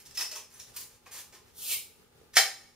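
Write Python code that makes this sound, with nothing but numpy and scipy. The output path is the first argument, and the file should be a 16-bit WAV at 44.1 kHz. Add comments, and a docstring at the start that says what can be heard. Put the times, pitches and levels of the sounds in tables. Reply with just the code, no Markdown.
"""Steel scrapes and clinks on a glass bottle, close by, in a small hard kitchen; then gas hisses out
under the bent cap, the metal creaks and the cap pops off. Two close microphone ports of a camera listen.
Dying sines make the rings and knocks, filtered clicks the scrapes, creak and cracks, and shaped noise
the gas and room tone. Random reflections place the bottle in the room."""
import sys
import numpy as np
from scipy import signal
from scipy.fft import rfft, irfft
from scipy.io import wavfile
from scipy.ndimage import uniform_filter1d

SR = 44100
rng = np.random.default_rng(int(sys.argv[2]) if len(sys.argv) > 2 else 0)


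def unload_audio(sound):
    """Save the sound as a 16-bit wav file, at the path given as the first command line argument."""
    columns = np.transpose(np.atleast_2d(sound))
    # keep every value between -1 and 1, then stretch to whole-number steps
    steps = np.round(np.clip(columns, -1, 1) * 32767)
    wavfile.write(sys.argv[1], SR, steps.astype(np.int16))


N = 121275  # samples, 2.75 s

# cap creaking before it lets go: [t/s, level/dB]
CREAK_LEVELS = [(2.332, -64), (2.342, -45), (2.35, -54.5), (2.358, -33.5), (2.367, -30), (2.371, -18),
                (2.379, -27), (2.401, -38)]
# cracks of the cap letting go: [t/s, peak level/dB, tilt/dB per octave]
POP_CRACKS = [(2.3686, -8.5, -4.5), (2.3708, -8.5, -4), (2.3745, -2.5, 1.6), (2.378, -9.5, 10)]
# colour of creak and pop: [f/Hz, relative density/dB]
POP_COLOUR = [(300, -22), (600, -20.5), (1000, -10), (1900, -2), (3400, -7), (5600, -3), (7000, -8.5),
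              (11000, -14.5), (16000, -21.5)]
# modes of bottle neck and cap: [f/Hz, relative level/dB, t60/s]
CAP_MODES = [(419, -28, 0.036), (683, -16.5, 0.17), (739, -9.5, 0.11), (776.4, -8.5, 0.22),
             (1651, -8, 0.11), (1870, -4, 0.075), (2044, -2.5, .08), (2240, -4, 0.068), (3150, 0, 0.07),
             (4080, -6, 0.19), (5030, -19, 0.14), (5420, -2, 0.096), (5507, -12, 0.22), (6130, -1, 0.033)]
POP_DECAY_S, CAP_RING_DB = 0.0003, -19.5

# opener touching the glass: [t/s, contact length/s, glass ring level/dB, opener ring level/dB, crack level/dB]
OPENER_CLINKS = [(0.048, 0.03, -63, -60, -51.5), (0.107, 0.0097, -67, -60, -52),
                 (0.138, 0.041, -66, -60, -47.5), (0.172, 0.0098, -24.5, -50, -33),
                 (.189, 0.0076, -29.5, -50, -36), (.209, 0.0064, -25.5, -33, -32.5),
                 (0.22, 0.0038, -38, -41, -35), (.253, 0.0082, -34.5, -59, -48),
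                 (.312, 0.008, -35.5, -54, -40), (0.355, 0.011, -52, -54, -39.5),
                 (0.538, 0.016, -73, -48, -63), (0.594, 0.013, -60, -45, -44.5),
                 (0.619, 0.027, -64, -58, -57.5)]
# modes of the glass bottle: [f/Hz, relative level/dB, t60/s]
GLASS_MODES = [(1940, -9.5, 0.035), (2618, -11.5, 0.054), (3760, -20.5, .1), (4600, -12.5, 0.045),
               (5145, -3, 0.045), (5262, -5.5, 0.19), (5330, -28, 0.017), (8450, -17, .03),
               (9800, -32, .04)]
# modes of the steel opener: [f/Hz, relative level/dB, t60/s]
STEEL_MODES = [(5600, -9, 0.036), (5970, -2, .02), (6110, 0.5, .05), (6300, -13, 0.017), (6880, -10, 0.022),
               (10100, -7, .05)]
# colour of the contact crackle: [f/Hz, relative density/dB]
CRACK_COLOUR = [(300, -16), (800, -17.5), (2650, -6), (4400, -5.5), (5700, 3), (7200, -6.5), (16000, -12.5)]

# opener scraping the crimped rim: [t/s, rise/s, length/s, level/dB, tilt/dB per octave]
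RIM_SCRAPES = [(0., 0.0009, 0.022, -53.5, -0.5), (.168, 0.021, 0.072, -43, -2.2),
               (0.309, .012, 0.032, -46, -3), (0.349, 0.0057, 0.047, -49, -3),
               (.49, 0.026, 0.12, -62, -1.5), (0.661, 0.012, 0.055, -62.5, -1.5),
               (0.732, 0.013, 0.045, -55.5, -2), (0.76, 0.0057, 0.026, -38, 1.5),
               (.79, 0.015, 0.045, -48, 1), (0.884, .02, 0.092, -67.5, -2.5),
               (1.058, 0.0034, 0.038, -56.5, -5.5), (1.109, 0.009, 0.11, -49.5, -1),
               (1.322, 0.0047, 0.051, -57, -3.5), (1.456, 0.017, 0.056, -67.5, -3.5)]
# colour of the scraping: [f/Hz, relative density/dB]
SCRAPE_COLOUR = [(120, -59), (200, -13.5), (749, -11), (916, -10.5), (1020, -5.5), (1370, -10), (1680, -6),
                 (4120, -5.5), (5630, -2), (16000, -7)]
GRIT_PER_S, GRIT_SPREAD_DB, SCRAPE_RELEASE_S = 9000, 2, 0.021

# gas leaking under the cap: [t/s, level/dB, lower edge f/Hz]
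LEAK_PATH = [(1.53, -71.5, 3240), (1.575, -51.5, 2920), (1.644, -42.5, 2630), (1.69, -38, 2400),
             (1.718, -33, 2140), (1.743, -34.5, 2170), (1.76, -72, 2100), (1.8, -77, 2100)]
# colour of the gas jet: [f/Hz, relative density/dB]
GAS_COLOUR = [(2300, 3), (2800, -1), (3500, -3), (6800, -4), (10000, -1.5), (16000, -4)]
GAS_LOW_DB, GAS_FLUTTER_DB = -20.5, 1.5  # floor added at all frequencies; rms flutter

# damped tones of hand and bottle knocks, close rows make one knock: [t/s, level/dB, f/Hz, t60/s]
KNOCK_TONES = [(1.065, -47, 1100, 0.026), (1.064, -49, 2520, .05), (1.067, -53, 1860, 0.044),
               (1.33, -57, 600, 0.026), (1.34, -52, 377, .04), (.365, -45, 1070, 0.028),
               (.538, -58, 10100, 0.13), (2.114, -54, 420, 0.016), (2.214, -51.5, 450, .025)]
# the bottle kicks in the hand: [t/s, level/dB, f/Hz, t60/s]
BOTTLE_KICK = (2.368, -43, 150, .05)

# decay of the kitchen: [f/Hz, t60/s]
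ROOM_DECAY = [(100, 0.16), (400, 0.37), (1500, 0.3), (5000, 0.33), (10000, 0.31), (16000, 0.27)]
ROOM_DB, ROOM_GAP_S = 3, .003
RING_SEND_DB = -5  # rings are mixed drier than the noises, so their pitches stay clear and steady
SLOW_DB, SLOW_LONGER = -20, 2.22  # a weaker, slower second slope in the kitchen's decay
# stereo width, gain on the side signal: [f/Hz, gain/dB]
SIDE_WIDTH = [(60, 1), (110, -21.5), (200, -4.5), (380, -14), (700, -11.5), (1290, -12.5), (2380, -8),
              (4400, -4.5), (8120, 0.5), (15000, 1.5)]
SIDE_DIRECT, TURNS_PER_S, LOW_CUT_HZ = 0.97, 9, 355

# colour of the room tone: [f/Hz, relative density/dB]
AIR_COLOUR = [(12, -26.5), (20, -13), (86, -1.5), (146, -7), (187, -8), (222, -16.5), (434, -5.5),
              (660, -19.5), (825, -13.5), (1120, -21.5), (1220, -15), (1810, -21.5), (2140, -22.5),
              (2910, -23), (16000, -29.5)]
AIR_DB = -65  # rms level before the swell
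# width of the room tone, gain on its side signal: [f/Hz, gain/dB]
AIR_SIDE = [(60, -19), (110, -4), (200, -5), (380, -3.5), (700, -1), (1290, -3.5), (2380, 1), (4400, 2),
            (8120, -2), (15000, 5.5)]
# appliance hum, before a common 3.5 dB lift to sine amplitude: [f/Hz, level/dB]
HUM_TONES = [(120, -83), (240, -77), (840, -80.5), (1200, -84.5)]
NOTCH_HZ, NOTCH_Q, EDGE_HZ = 7870, 80, 15680


def pop():
    """The cap creaks in uneven surges, then snaps free in quick cracks; the first rings cap and neck."""
    rings = np.zeros(N)
    s, db = np.transpose(CREAK_LEVELS)
    creak_db = np.interp(np.arange(N) / SR, s, db, -120, -120)
    creak = evened(grit(N)) * amp(creak_db)
    cracks = signal.oaconvolve(creak, colour(POP_COLOUR, 0.77))[:N]
    for s, db, tilt_db in POP_CRACKS:
        add(cracks, s, amp(db) * burst(POP_DECAY_S, colour(POP_COLOUR, tilt_db)))
    add(rings, POP_CRACKS[0][0], amp(CAP_RING_DB) * ring(CAP_MODES))
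    return np.array([rings, cracks])


def clinks():
    """Each brief rubbing contact stills the last ring, rings the glass and the opener anew, and crackles."""
    rings, cracks = np.zeros((2, N))
    following = OPENER_CLINKS[1:] + [(1, 1)]
    for (s, length, glass_db, steel_db, crack_db), after in zip(OPENER_CLINKS, following):
        glass = amp(glass_db) * ring(GLASS_MODES, rise=length / 2)
        steel = amp(steel_db) * ring(STEEL_MODES, rise=length / 2)
        tones = glass + steel
        until_next = after[0] - s - np.arange(len(tones)) / SR
        stilled = np.clip(1 + until_next / (after[1] / 2), 0, 1)
        add(rings, s, tones * stilled)
        count = round(max(length, .002) * SR)
        rubbing = np.hanning(count) * evened(grit(count))
        add(cracks, s, amp(crack_db) * np.convolve(rubbing, colour(CRACK_COLOUR)))
    return np.array([rings, cracks])


def scrapes():
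    """Rim grit under the opener: dense clicks under a rise, a hold and a release."""
    out = np.zeros(N)
    for s, rise, length, db, tilt_db in RIM_SCRAPES:
        t = np.arange(0, length, 1 / SR)
        hold = np.clip(np.minimum(t / max(rise, .001), (length - t) / SCRAPE_RELEASE_S), 0, 1)
        rubbing = hold * evened(grit(len(t)))
        add(out, s, amp(db) * np.convolve(rubbing, colour(SCRAPE_COLOUR, tilt_db)))
    return out


def leak():
    """Fluttering jet noise whose lower edge falls as the gap widens."""
    frames = dict(nperseg=256, noverlap=192)
    hz, t, noise = signal.stft(rng.standard_normal(N), SR, **frames)
    s, db, edge_hz = np.transpose(LEAK_PATH)
    edge_now = np.interp(t, s, edge_hz)
    edge = 1 / (1 + (edge_now / (hz[:, None] + 1)) ** 20) + amp(GAS_LOW_DB)
    gas = amp(read(GAS_COLOUR, np.maximum(hz, 2300)))
    gas = gas / np.sqrt(np.mean(gas ** 2))
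    flutter = evened(uniform_filter1d(rng.standard_normal(len(t)), size=3))
    level = amp(np.interp(t, s, db, -120, -120) + GAS_FLUTTER_DB * flutter)
    return signal.istft(noise * edge * gas[:, None] * level, SR, **frames)[1][:N]


def knocks():
    """Hand and bottle bump: damped tones; rows close in time together make one knock."""
    out = np.zeros(N)
    for s, db, hz, t60 in KNOCK_TONES:
        add(out, s, ring([(hz, db, t60)], .1))
    return out


def kick():
    """The bottle kicks in the hand: one low damped tone with a soft start."""
    out = np.zeros(N)
    s, db, hz, t60 = BOTTLE_KICK
    add(out, s, ring([(hz, db, t60)], .1, rise=0.002))
    return out


def kitchen(direct, send):
    """Direct sound plus reflections, steadily crossfading two random rooms for an even reverberation."""
    turn = 2 * np.pi * TURNS_PER_S * np.arange(N) / SR
    wet = np.zeros((2, N))
    for share in (np.cos(turn), np.sin(turn)):
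        wet += signal.fftconvolve((send * share)[None], reflections(), axes=1)[:, :N]
    # the ports hear the direct sound slightly apart in time: a quarter-cycle shift stands in for it
    across = SIDE_DIRECT * signal.hilbert(direct).imag
    return np.array([direct + wet[0], shaped(across + wet[1], SIDE_WIDTH)])


def reflections():
    """Sparse random reflections for mid and side, each band dying at its own speed in two slopes."""
    taps = np.zeros((2, SR // 2))
    at = np.arange(round(ROOM_GAP_S * SR), SR // 2 - 12, 12)
    at = at + rng.integers(0, 12, (2, len(at)))
    np.put_along_axis(taps, at, rng.choice([-1., 1.], at.shape), 1)
    hz, t, bands = signal.stft(taps, SR, nperseg=256)
    fall_db = -60 * t / read(ROOM_DECAY, hz)[:, None]
    first, second = amp(fall_db), amp(SLOW_DB + fall_db / SLOW_LONGER)
    tail = signal.istft(bands * np.hypot(first, second), SR, nperseg=256)[1]
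    return amp(ROOM_DB) * tail / np.linalg.norm(tail[0])


def air():
    """Room tone of shaped noise with a slow random swell, and a faint appliance hum of steady sines."""
    t = np.arange(N) / SR
    mid, side = (shaped(rng.standard_normal(N), AIR_COLOUR) for _ in range(2))
    swell = amp(2.15 * evened(uniform_filter1d(rng.standard_normal(N), size=3000)))
    hum = sum(amp(db + 3.5) * np.sin(2 * np.pi * (hz * t + rng.random())) for hz, db in HUM_TONES)
    scale = amp(AIR_DB) * swell / mid.std()
    return np.array([scale * mid + hum, scale * shaped(side, AIR_SIDE)])


def ring(modes, seconds=.4, rise=0.00021):
    """Dying sines, each struck with slightly varying strength."""
    t = np.arange(0, seconds, 1 / SR)
    tones = np.zeros(len(t))
    for hz, db, t60 in modes:
        fall = amp(db + 1.5 * rng.standard_normal() - 60 * t / t60)
        tones += fall * np.sin(2 * np.pi * hz * t)
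    return tones * np.minimum(t / max(rise, 1e-4), 1)


def burst(decay_s, taps):
    """A click with a short noisy shudder after it, peak 1."""
    t = np.arange(0, 6 * decay_s, 1 / SR)
    shudder = 0.22 * rng.standard_normal(len(t)) * np.exp(-t / decay_s)
    x = np.convolve((t == 0) + shudder, taps)
    return x / abs(x).max()


def grit(count):
    """Dense clicks of uneven size and random sign, as from a rough surface."""
    size = amp(GRIT_SPREAD_DB * np.minimum(rng.exponential(1, count), 4))
    sign = rng.choice([-1., 1.], count)
    return size * sign * (rng.random(count) < GRIT_PER_S / SR)


def colour(points, tilt_db=0):
    """Causal minimum-phase filter of unit energy with the given spectrum, tilted about 4 kHz."""
    hz = np.abs(np.fft.fftfreq(2048, 1 / SR))
    log_gain = np.log(amp(read(points, hz) + tilt_db * np.log2((hz + 100) / 4000)))
    phase = -signal.hilbert(log_gain).imag
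    taps = np.fft.ifft(np.exp(log_gain + 1j * phase)).real[:1024]
    return taps / np.linalg.norm(taps)


def shaped(x, points):
    """Multiplies the spectrum of x by a dB table."""
    gain = amp(read(points, np.fft.rfftfreq(len(x), 1 / SR)))
    return irfft(rfft(x) * gain, len(x))


def read(points, hz):
    """Reads a table between its points along log frequency."""
    f, value = np.transpose(points)
    return np.interp(np.log(hz + 1), np.log(f + 1), value)


def amp(db):
    """Amplitude factor of a level in dB."""
    return 10 ** (np.asarray(db) / 20)


def evened(x):
    """Scales x to an rms of 1."""
    return x / np.sqrt(np.mean(x ** 2) + 1e-20)


def add(mix, s, sound):
    """Lays a sound into the mix at s seconds, cut at the end."""
    part = mix[round(s * SR):][:len(sound)]
    part += sound[:len(part)]


def scene():
    """Bottle and opener close to the ports, the kitchen around them, room tone behind."""
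    sources = pop() + clinks() + [knocks(), scrapes() + leak()]
    low_cut = signal.butter(6, LOW_CUT_HZ, "high", fs=SR, output="sos")
    rings, noises = signal.sosfilt(low_cut, sources)  # small things make no bass
    rings = rings + kick()
    mid, side = kitchen(rings + noises, amp(RING_SEND_DB) * rings + noises) + air()
    return np.array([mid + side, mid - side])


def record(dry):
    """The microphone channel: a narrow treble notch, applied twice, then the band limit."""
    notch = signal.iirnotch(NOTCH_HZ, NOTCH_Q, SR)
    notched = signal.lfilter(*notch, signal.lfilter(*notch, dry))
    band_limit = signal.firwin(511, EDGE_HZ, window=("kaiser", 9), fs=SR)
    return signal.oaconvolve(notched, band_limit[None], "same")


dry = scene()
out = record(dry)
unload_audio(out)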